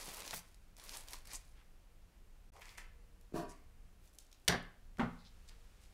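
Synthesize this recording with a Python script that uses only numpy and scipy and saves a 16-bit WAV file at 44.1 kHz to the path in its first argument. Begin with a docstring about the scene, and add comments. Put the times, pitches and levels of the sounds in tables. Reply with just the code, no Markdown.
"""Over low rumble and hiss (filtered noise), hands pull foil and baking paper off a roast: random creases ring facets.
Fingers pat and slide (noise); a far whine (sagging sine) comes and goes; farther off foil stirs and knocks,
the sound blinks out once, and the roasting tray judders on the table (stick-slip driving damped modes).
The joint is carried over, dripping and shedding crumbs (ticks), lands bone first on a wooden board and is let
go with a thud (noise bursts, ringing modes); then sleeves rustle (noise). A small live room answers (noise tail)."""
import sys
import numpy as np
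from scipy import signal
from scipy.fft import rfft, irfft
from scipy.io import wavfile
from scipy.ndimage import uniform_filter1d

SR = 44100
rng = np.random.default_rng(int(sys.argv[2]) if len(sys.argv) > 2 else 0)


def bounce(signal):
    """Save signal as a 16-bit WAV file at the path given by the first command-line argument."""
    frames = np.transpose(np.atleast_2d(signal))
    limited = np.clip(frames, -1, 1)
    pcm = np.round(limited * 32767).astype(np.int16)
    wavfile.write(sys.argv[1], SR, pcm)


N = 261513
TIME = np.arange(N) / SR   # s

# Rumble level. Each row: time in seconds, level in dB before RUMBLE_GAIN_DB.
RUMBLE_LEVEL = [(0.0, -64), (1.3, -61.5), (1.7, -63.5), (3.9, -60), (4.21, -68.5), (5.1, -58),
                (5.25, -60.5), (5.93, -62)]
# Background noise spectrum. Each row: frequency in Hz, relative level in dB.
AIR_SPECTRUM = [(12, -35.5), (20, 6), (40, -6.5), (70, -12), (104, -17.5), (130, -23.5), (154, -20.5),
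                (182, -18), (457, -36), (755, -40.5), (868, -42.5), (2060, -46), (2730, -46.5), (3410, -50),
                (15800, -55)]
RUMBLE_GAIN_DB, HISS_DB = 4.5, -71.5

# Pulls on the wrapping: it swells as the sheets tighten, then lets go. Each row: start in seconds,
# length in seconds, swell in dB, 60 dB release in seconds, foil level in dB, paper level in dB.
PULLS = [(-.02, 0.37, -2, 0.055, -57, -55), (0.317, .075, 8, 0.046, -55.5, -56.5),
         (0.773, .19, 12, 0.41, -55.5, -53.5), (1.066, 0.079, 10.5, 0.19, -57.5, -53.5),
         (1.246, 0.1, 9.5, 0.24, -55.5, -58.5)]
# Foil spectrum. Each row: frequency in Hz, relative level in dB.
FOIL_SPECTRUM = [(700, -31), (1600, 3), (2400, 6.5), (2900, -0.5), (4500, 6), (6500, 3.5), (7500, 0.5),
                 (10000, 2.5), (12500, -4.5), (14500, -26), (16000, -17)]
# Baking paper spectrum. Each row: frequency in Hz, relative level in dB.
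PAPER_SPECTRUM = [(80, -11), (150, -3), (380, -1), (580, 0.5), (1000, 3), (1700, -6), (2800, -3),
                  (6000, -7)]
SETTLE_DB, SETTLE_S = -14.5, 1   # let go, the sheets creak on faintly
ATTACK_S = 0.007   # a movement sets in this fast
FOIL_RUB = 0.45   # sheet friction relative to crease snaps
CATCH_DB, CATCHES_PER_S = 1.3, 60   # folds catch and give: rms wander of the crackle, and its rate
# Small snaps: peak above the foil level, spread either way (0 = all alike), middle pitch.
STRAY_SNAPS_PER_S, STRAY_SNAP_DB, STRAY_SPREAD_DB, STRAY_HZ = 46, 16, 0, 7040
# Fingers patting the wrapping. Each row: time in seconds, peak in dB, softness low-pass in Hz.
PATS = [(0.081, -41, 537), (0.331, -34, 1880), (.337, -35.5, 2050)]
# Loudest crease snaps. Each row: time in seconds, peak in dB, centre in Hz.
LOUD_SNAPS = [(.1456, -30, 9100), (.1699, -32, 9000), (.2044, -32, 6000), (.2209, -32.5, 3000),
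              (.2779, -30.5, 4430), (.3090, -25, 3830), (.5449, -47.5, 5860), (.7676, -43.5, 5010),
              (.7983, -40, 4540), (.8395, -38.5, 8000), (.8937, -29.5, 4300), (.9543, -36, 5000),
              (.9709, -27.5, 8500), (1.0851, -34.5, 4470), (1.1082, -37, 9000), (1.1335, -29, 3360),
              (1.2731, -39, 6660), (1.3341, -31, 8000)]
# Slides of fingers, wrapping and sleeves. Each row: middle in seconds, half length in seconds,
# level in dB before a 6 dB cut, centre in Hz, width in octaves.
SLIDES = [(0.359, 0.043, -40.5, 9900, 2.2), (0.943, 0.018, -44.5, 5130, 1.7),
          (0.986, 0.041, -49, 8800, 0.57), (1.136, 0.0072, -43.5, 4000, 7.1),
          (1.352, 0.024, -39, 7170, 0.73), (1.59, 0.056, -64.5, 1690, 2), (2.576, 0.051, -57.5, 680, 0.98),
          (3.506, 0.03, -55, 6900, 1.1), (4.052, 0.054, -65, 6400, 3.8), (5.205, 0.028, -62, 4220, 0.38),
          (5.268, 0.03, -57, 4070, 0.81), (5.49, 0.017, -54.5, 4530, 1.7), (5.52, 0.056, -64, 1440, 2.2),
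          (5.84, 0.042, -62.5, 4280, 2.5)]

# Far whine. Each row: loudest time in seconds, half length in seconds, pitch there in Hz, level in dB.
WHINES = [(2.95, 0.53, 480, -75), (3.68, 0.27, 464, -81.5), (5.6, .14, 460, -79)]
SAG_HZ_PER_S = 43

# Far foil stirring. Each row: start in seconds, length in seconds, swell in dB,
# 60 dB release in seconds, level in dB.
FOIL_STIRS = [(2.53, .04, 9, 0.34, -66.5), (2.607, 0.11, -0.5, 0.28, -62.5), (2.773, .02, -4, .17, -58),
              (3.49, .03, 6, .4, -67)]
# Far foil spectrum. Each row: frequency in Hz, relative level in dB.
FAR_FOIL_SPECTRUM = [(180, -35), (300, -15.5), (474, -12), (763, -13), (913, -7), (1620, -11.5), (2100, -3),
                     (3860, -19), (4120, -13), (8320, -15), (10800, -17.5), (15000, -21)]
# Wrapping knocking in the tray. Each row: time in seconds, peak in dB, centre in Hz.
CLACKS = [(2.564, -52, 900), (2.6185, -43.5, 2030), (2.6276, -47, 2350), (2.692, -47, 3580),
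          (2.7828, -40.5, 2080), (2.792, -55, 2100)]
# Blink of silence: from seconds, to seconds.
SILENCE_S = (2.503, 2.521)
# Juice drops and herb crumbs landing. Each row: time in seconds, peak in dB, centre in Hz.
DRIPS = [(3.212, -53.5, 9000), (4.154, -52, 10200), (4.1862, -39, 7000), (4.2048, -54, 7150),
         (4.3159, -52.5, 5000), (4.3281, -47, 5240), (4.346, -56, 4000), (4.6274, -51, 9100),
         (4.9714, -49, 2150), (4.985, -46, 5970), (5.494, -44, 3740)]

# Tray modes. Each row: frequency in Hz, relative level in dB, 60 dB decay in seconds.
TRAY_MODES = [(167, -1, 0.16), (228, -17, 0.24), (339, 8, 0.03), (376, -12.5, 0.11), (396, -7, 0.14),
              (436, -6, 0.09), (623, 2.5, 0.057), (678, 4.5, 0.12), (710, 5.5, 0.05), (963, -4, 0.27),
              (1040, -5, 0.071), (1088, -2, 0.093), (1160, -1.5, 0.15), (1560, 2.5, 0.014),
              (1720, -17, 0.15), (1725, -17, 0.18), (1880, -16, .06), (2430, -13.5, 0.043),
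              (3000, -18, .025), (3520, -42, .03), (4570, -9.5, 0.026), (5000, -10, 0.017),
              (5860, -25, .015), (9150, -16, 0.024)]
# Dull bumps as the tray breaks loose and stops. Each row: time in seconds, peak in dB, upper cut in Hz.
SHOVES = [(3.3233, -47, 400), (3.342, -32, 415), (3.432, -41.5, 400)]
JUDDER_START_S, JUDDER_S = 3.332, 0.105   # until the foot holds again
FIRST_SLIPS_PER_S, TOP_SLIPS_PER_S, SPEED_UP_S = 130, 240, 0.016   # speed-up time constant
# Drive levels, before the tray and table gains.
PUSH_DB, PUSH_S, PUSH_RELEASE_S = -35, 0.032, 0.12   # dull push of the first slips
RASP_DB, RASP_S, RASP_SWELL_DB, RASP_RELEASE_S = -39.5, 0.033, 14, 0.36   # sharp edge of the slips

# Herb crumbs trickling off the carried joint; level and pitch are midpoints.
CRUMBS_START_S, CRUMBS_S, CRUMBS_PER_S, CRUMB_DB, CRUMB_HZ = 4.03, 0.44, 38, -58, 8000

# Bone meeting the board. 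Each row: time in seconds, then drive levels before fixed gains: wood in dB, contact
# low-pass in Hz, grit in dB, sharp crack in dB, board ring in dB, table ring in dB.
BONE_KNOCKS = [(4.4790, -25, 9000, -16, -18, -59, -48), (4.4834, -22.5, 8000, -16, -3, -59, -31),
               (4.4956, -20, 5000, -32.5, -23.5, -62, -44.5), (4.523, -22, 3500, -46, -27, -58, -55),
               (4.5390, -26.5, 2200, -53.5, -36, -42, -39)]
# Meat settling on the board. Each row: time in seconds, slap in dB before a fixed gain,
# softness low-pass in Hz, board ring drive in dB, table ring drive in dB.
MEAT_THUDS = [(4.984, -34, 2500, -56, -46), (4.9951, -15.5, 4500, -36.5, -45),
              (5.0310, -28.5, 1820, -37, -38)]
# Crowded short wood modes, as a spectrum. Each row: frequency in Hz, relative level in dB.
WOOD_SPECTRUM = [(60, -17), (200, -3.5), (300, -10), (400, -7), (530, -9), (750, -6), (930, -12),
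                 (1140, -9), (1350, -14.5), (1720, -6), (2080, -11), (2500, -18), (3200, -21.5),
                 (3800, -17), (5200, -15.5), (15000, -40)]
# Bone crack spectrum. Each row: frequency in Hz, relative level in dB.
CRACK_SPECTRUM = [(400, -21), (900, -17), (1750, -5.5), (2500, -8.5), (3000, 0.5), (3300, 3.5), (3650, -2),
                  (4100, -4.5), (5800, -4), (7000, -9.5), (8700, -8.5), (13000, -15), (16000, -26)]
# Flesh slap spectrum. Each row: frequency in Hz, relative level in dB.
SLAP_SPECTRUM = [(70, -25.5), (200, -1), (450, -0.5), (650, 2.5), (1150, -1), (1480, -0.5), (1650, -12.5),
                 (2050, -8), (2600, -15), (3500, -19.5), (6000, -26), (12000, -22.5)]
# Bone modes. Each row: frequency in Hz, relative level in dB, 60 dB decay in seconds.
BONE_MODES = [(1570, -7, .06), (2087, -2, 0.041), (3180, -8, .07), (5700, -9.5, .012)]
# Round board modes. Each row: frequency in Hz, relative level in dB, 60 dB decay in seconds.
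BOARD_MODES = [(236.6, 8.5, 0.21), (266.4, -5.5, 0.27), (374, -11, 0.16), (400, -8, 0.15),
               (502, -11.5, .15), (612, -17, 0.23), (714, -9, 0.2), (781, -12.5, 0.16), (1158, -14, 0.25),
               (1260, -17, 0.21), (1385, -18, 0.2), (1700, -25, 0.22), (1770, -18, 0.17), (1935, -17, 0.15)]
# Modes of the table under it. Each row: frequency in Hz, relative level in dB, 60 dB decay in seconds.
TABLE_MODES = [(69.2, -3.5, 0.12), (100, -21.5, .25), (114.8, -9, 0.41), (131.9, -4, 0.28),
               (173.1, -5, 0.47)]
CLOTHES_START_S, CLOTHES_DB = 4.98, -74.5

# Room decay. Each row: frequency in Hz, 60 dB decay in seconds.
ROOM_DECAY = [(200, 0.47), (500, 0.38), (1000, 0.46), (2500, 0.45), (6000, 0.24), (14000, 0.18)]
CUTOFF_HZ = 15650


def from_db(db):
    """Amplitude ratio of a level in dB."""
    return 10 ** (np.asarray(db) / 20)


def rms_one(x):
    """Scale to rms 1."""
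    return x / np.sqrt(np.mean(x ** 2) + 1e-20)


def peak_one(x):
    """Scale to peak 1."""
    return x / np.max(np.abs(x))


def at_hz(points, hz):
    """Read a curve over log frequency."""
    point_hz, value = np.array(points)[:, :2].T
    return np.interp(np.log(hz + 1), np.log(point_hz), value)


def cut(x, hz, kind, order=2):
    """Butterworth low-, high- or band-pass."""
    sos = signal.butter(order, np.clip(hz, 10, 0.45 * SR), kind, fs=SR, output="sos")
    return signal.sosfilt(sos, x + 1e-18)


def colour(x, spectrum, size=8192):
    """Causal (minimum-phase) filter of unit energy with the given spectrum."""
    bins_hz = np.arange(size // 2 + 1) * SR / size
    cepstrum = irfft(np.log(from_db(at_hz(spectrum, bins_hz))))
    cepstrum[1:size // 2] *= 2   # fold onto positive time
    cepstrum[size // 2 + 1:] = 0
    response = irfft(np.exp(rfft(cepstrum)))
    return signal.fftconvolve(x, response / np.linalg.norm(response))[:len(x)]


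def drift(knots_per_s):
    """Random wander of rms 1, linear between random knots."""
    knots = rng.standard_normal(4096)
    return rms_one(np.interp(TIME * knots_per_s, np.arange(len(knots)), knots))


def ring(force, modes):
    """Parallel damped modes driven by a force, signs alternating."""
    out = 0
    for k, (hz, db, t60_s) in enumerate(modes):
        r = from_db(-60 / (t60_s * SR))
        w = 2 * np.pi * hz / SR
        mode = signal.lfilter([0, np.sin(w)], [1, -2 * r * np.cos(w), r * r], force + 1e-18)
        out = out + (-1) ** k * from_db(db) * mode
    return out


def burst(t60_s, size=32768):
    """Noise that starts at once and dies away exponentially."""
    return rng.standard_normal(size) * np.exp(-np.log(1000) * np.arange(size) / SR / t60_s)


def add(track, start_s, sound):
    """Mix a sound into a track at a time."""
    at = max(round(start_s * SR), 0)
    track[at:at + len(sound)] += sound[:N - at]


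def stroke(start_s, length_s, swell_db, release_s):
    """Envelope of one movement: quick attack, swell up to 1 at its end, then release at 60 dB per release_s."""
    age = TIME - start_s
    to_go = np.clip(1 - age / length_s, 0, 1)
    released = np.clip((age - length_s) / release_s, 0, 3)
    return np.clip(age / ATTACK_S, 0, 1) * from_db(-swell_db * to_go) * 0.001 ** released


def swell(middle_s, half_length_s):
    """Bell-shaped rise and fall around a time."""
    return np.exp(-2 * ((TIME - middle_s) / half_length_s) ** 2)


def ticks(rows, t60_s, flutter_db, width):
    """Each tick is a sharp click and a brief noise flutter, band-passed around its own pitch."""
    out = np.zeros(N)
    for s, db, hz in rows:
        click = from_db(flutter_db) * burst(t60_s, size=4096)
        click[0] = 1
        band = cut(click, [hz / (1 + width), hz * (1 + width)], "band", order=1)
        add(out, s, from_db(db) * peak_one(band))
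    return out


def crinkle(per_s, spread_db, cycles, rub, facets=20):
    """Tiny creases buckle at random, each ringing a facet of its own size, over the hiss of sheets rubbing; rms 1."""
    sizes = from_db(spread_db * np.minimum(rng.exponential(1, N), 4)) * rng.choice([-1, 1], N)
    clicks = sizes * (rng.random(N) < per_s * from_db(3 * drift(120)) / SR)
    facet = rng.integers(0, facets, N)
    snaps = 0
    for k, hz in enumerate(np.geomspace(400, 15000, facets)):
        strain = from_db(3.06 * drift(35))   # the fold wanders from facet to facet
        snaps = snaps + hz * ring(clicks * (facet == k) * strain, [(hz, 0, cycles / hz)])
    return rms_one(rms_one(snaps) + rub * rng.standard_normal(N))


def rumble_and_hiss():
    """One shaped noise, split into a low rumble of varying level and a steady soft hiss."""
    level_s, level_db = np.transpose(RUMBLE_LEVEL)
    rumble_db = np.interp(TIME, level_s, level_db) + RUMBLE_GAIN_DB
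    air = colour(rng.standard_normal(N + SR), AIR_SPECTRUM)[SR:]   # skip the filter's onset
    rumble = from_db(rumble_db) * rms_one(cut(air, 219, "low"))
    hiss = from_db(HISS_DB) * rms_one(cut(air, 397, "high"))
    return rumble + hiss


def wrapping():
    """Creases crackle brightly in the foil and rustle in the baking paper under it, as hard as each is pulled."""
    foil_level = paper_level = np.zeros(N)
    for start_s, length_s, swell_db, release_s, foil_db, paper_db in PULLS:
        pull = stroke(start_s, length_s, swell_db, release_s)
        settling = from_db(SETTLE_DB) * stroke(start_s, length_s, swell_db, SETTLE_S)
        effort = np.maximum(pull, settling)
        foil_level = np.maximum(foil_level, from_db(foil_db) * effort)
        paper_level = np.maximum(paper_level, from_db(paper_db) * effort)
    catches = from_db(CATCH_DB * drift(CATCHES_PER_S))   # gathers the crackle in clusters
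    foil = rms_one(colour(crinkle(per_s=3000, spread_db=0.5, cycles=7.1, rub=FOIL_RUB), FOIL_SPECTRUM))
    paper = rms_one(colour(crinkle(per_s=2200, spread_db=2.5, cycles=5, rub=0.4), PAPER_SPECTRUM))
    return foil_level * catches * foil + paper_level * paper + stray_snaps(foil_level)


def stray_snaps(foil_level):
    """Small snaps come at random over an octave, as strong as the foil is being worked."""
    rows = []
    for at, size, pitch in rng.random((int(STRAY_SNAPS_PER_S * N / SR), 3)):
        foil_db = 20 * np.log10(foil_level[int(at * N)] + 1e-9)
        peak_db = foil_db + STRAY_SNAP_DB + STRAY_SPREAD_DB * (2 * size - 1)
        rows.append((at * N / SR, peak_db, STRAY_HZ * 2 ** (pitch - 0.5)))
    return ticks(rows, t60_s=0.015, flutter_db=-15, width=0.59)


def pats():
    """Fingers pat the wrapping with soft noise bursts; their weight also rings the table."""
    out, weight = np.zeros((2, N))
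    for s, db, cut_hz in PATS:
        soft = cut(burst(0.036), cut_hz, "low")
        add(out, s, from_db(db) * peak_one(cut(soft, 60, "high")))
        add(weight, s, from_db([db]))
    return out + from_db(-24.0) * ring(weight, TABLE_MODES)


def loud_snaps():
    """The loudest creases snap through as bright ticks."""
    return ticks(LOUD_SNAPS, t60_s=0.021, flutter_db=-19.5, width=0.68)


def slides():
    """Grainy friction, band-passed, swells and fades with each stroke."""
    out = np.zeros(N)
    grain = crinkle(per_s=7600, spread_db=5, cycles=3.2, rub=0.86)
    for s, half_length_s, db, hz, octaves in SLIDES:
        half_band = 2 ** (octaves / 2)
        band = rms_one(cut(grain, [hz / half_band, hz * half_band], "band"))
        out += from_db(db - 6) * band * swell(s, half_length_s)
    return out


def whine():
    """A far sine comes and goes, sagging in pitch and wavering slightly."""
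    out = 0
    for s, half_length_s, hz, db in WHINES:
        pitch_hz = hz - SAG_HZ_PER_S * (TIME - s) + 4 * drift(22.93)
        level = from_db(db + 2 * drift(14)) * swell(s, half_length_s)
        out = out + level * np.sin(2 * np.pi * np.cumsum(pitch_hz) / SR)
    return out


def far_foil():
    """The wrapping shifts in the tray as the joint is gripped: sparser creases, duller."""
    level = np.zeros(N)
    for start_s, length_s, swell_db, release_s, db in FOIL_STIRS:
        level = np.maximum(level, from_db(db) * stroke(start_s, length_s, swell_db, release_s))
    return level * rms_one(colour(crinkle(per_s=1000, spread_db=4.5, cycles=5.3, rub=1.0), FAR_FOIL_SPECTRUM))


def clacks():
    """The wrapping knocks in the tray as narrow-band ticks."""
    return ticks(CLACKS, t60_s=0.03, flutter_db=-10, width=0.22)


def drips():
    """Juice drops and herb crumbs land as small ticks."""
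    return ticks(DRIPS, t60_s=0.016, flutter_db=-14.5, width=0.3)


def tray():
    """Uneven slips of the tray's foot, dull then sharp, drive its modes, which ring on when it stops."""
    age = np.maximum(TIME - JUDDER_START_S, 0)
    sliding = (age > 0) & (age < JUDDER_S)
    slips_per_s = TOP_SLIPS_PER_S + (FIRST_SLIPS_PER_S - TOP_SLIPS_PER_S) * np.exp(-age / SPEED_UP_S)
    slip_count = np.cumsum(sliding * slips_per_s * from_db(0.8 * drift(170))) / SR
    slips = np.diff(np.floor(slip_count), prepend=0) * from_db(2 * drift(200))
    push_level = from_db(PUSH_DB) * stroke(JUDDER_START_S, PUSH_S, 0, PUSH_RELEASE_S)
    push = cut(slips * push_level, 520, "low")
    rasp_level = from_db(RASP_DB) * stroke(JUDDER_START_S, RASP_S, RASP_SWELL_DB, RASP_RELEASE_S)
    rasp = (slips + 0.1 * rng.standard_normal(N) * sliding) * rasp_level
    shove = np.zeros(N)
    for s, db, cut_hz in SHOVES:
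        bump = cut(signal.unit_impulse(2048), [cut_hz / 2, cut_hz], "band")
        add(shove, s, from_db(db) * peak_one(bump))
    ringing = from_db(-13) * ring(push + rasp, TRAY_MODES) + from_db(-22) * ring(push, TABLE_MODES)
    return ringing + from_db(6.0) * cut(rasp, [250, 10000], "band", order=1) + shove


def crumbs():
    """A random trickle of tiny ticks, spread over 10 dB and an octave."""
    rows = []
    for at, size, pitch in rng.random((int(CRUMBS_PER_S * CRUMBS_S), 3)):
        s = CRUMBS_START_S + at * CRUMBS_S
        rows.append((s, CRUMB_DB + 10 * (size - 0.5), CRUMB_HZ * 2 ** (pitch - 0.5)))
    return ticks(rows, t60_s=0.016, flutter_db=-16, width=0.4)


def joint_on_board():
    """Bone cracks on the wood, flesh lands with a soft slap; board and table ring with each blow."""
    wood, grit, crack, slap, board, table = np.zeros((6, N))
    hard_tap = cut(signal.unit_impulse(512), 402, "high")   # barely moves the board's lowest modes
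    for s, wood_db, cut_hz, grit_db, crack_db, board_db, table_db in BONE_KNOCKS:
        add(wood, s, from_db(wood_db - 9.5) * cut(burst(0.13), cut_hz, "low"))
        add(grit, s, from_db(grit_db - 8.0) * burst(0.029))
        add(crack, s, from_db([crack_db]))
        add(board, s, from_db(board_db + 3.5) * hard_tap)
        add(table, s, from_db([table_db]))
    for s, slap_db, cut_hz, board_db, table_db in MEAT_THUDS:
        add(slap, s, from_db(slap_db - 16.5) * cut(burst(0.2), cut_hz, "low"))
        add(board, s, from_db([board_db]))
        add(table, s, from_db([table_db]))
    bone = colour(grit + crack, CRACK_SPECTRUM) + from_db(-32.0) * ring(crack, BONE_MODES)
    contact = cut(colour(wood, WOOD_SPECTRUM), 230, "high") + colour(slap, SLAP_SPECTRUM)
    return bone + contact, ring(board, BOARD_MODES) + ring(table, TABLE_MODES)


def clothes():
    """Sleeves keep rustling as the two people move: steady band-passed noise."""
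    rustle = rms_one(cut(rng.standard_normal(N), [300, 5000], "band", order=1))
    return from_db(CLOTHES_DB) * (TIME > CLOTHES_START_S) * rustle


def room(x):
    """Reverberation of unit energy: noise dying band by band, after the first wall's delay."""
    edges_hz = np.geomspace(200, 18000, 12)
    tail = 0
    for low_hz, high_hz in zip(edges_hz, edges_hz[1:]):
        t60_s = at_hz(ROOM_DECAY, np.sqrt(low_hz * high_hz))
        tail = tail + cut(burst(t60_s), [low_hz, high_hz], "band")
    tail *= np.clip(np.arange(len(tail)) / SR / 0.0048 - 1, 0, 1)   # silent 4.8 ms, then fades in over 4.8 ms
    return signal.fftconvolve(x, tail / np.linalg.norm(tail))[:N]


def scene():
    """Near wrapping, farther tray and drips, and the joint on the board share one room."""
    near = wrapping() + pats() + slides() + loud_snaps()
    far = clacks() + far_foil() + tray() + crumbs() + drips()
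    knocks, ringing = joint_on_board()
    wet = from_db(-14.0) * near + from_db(-6.5) * far + from_db(-13) * knocks + from_db(-17.5) * ringing
    indoors = near + far + knocks + ringing + room(wet)
    background = rumble_and_hiss() + clothes() + whine()   # stays out of the room tail
    return (indoors + background)[None]


def record(dry):
    """The sound blinks out once; the microphone rounds off the top, then it is cut steeply."""
    is_open = (TIME < SILENCE_S[0]) | (TIME > SILENCE_S[1])
    gate = uniform_filter1d(1.0 * is_open, size=128)   # softens the edges
    heard = cut(dry * gate, 14800, "low")
    steep = signal.ellip(10, 0.1, 80, CUTOFF_HZ, fs=SR, output="sos")
    return signal.sosfilt(steep, heard)


dry = scene()
out = record(dry)
bounce(out)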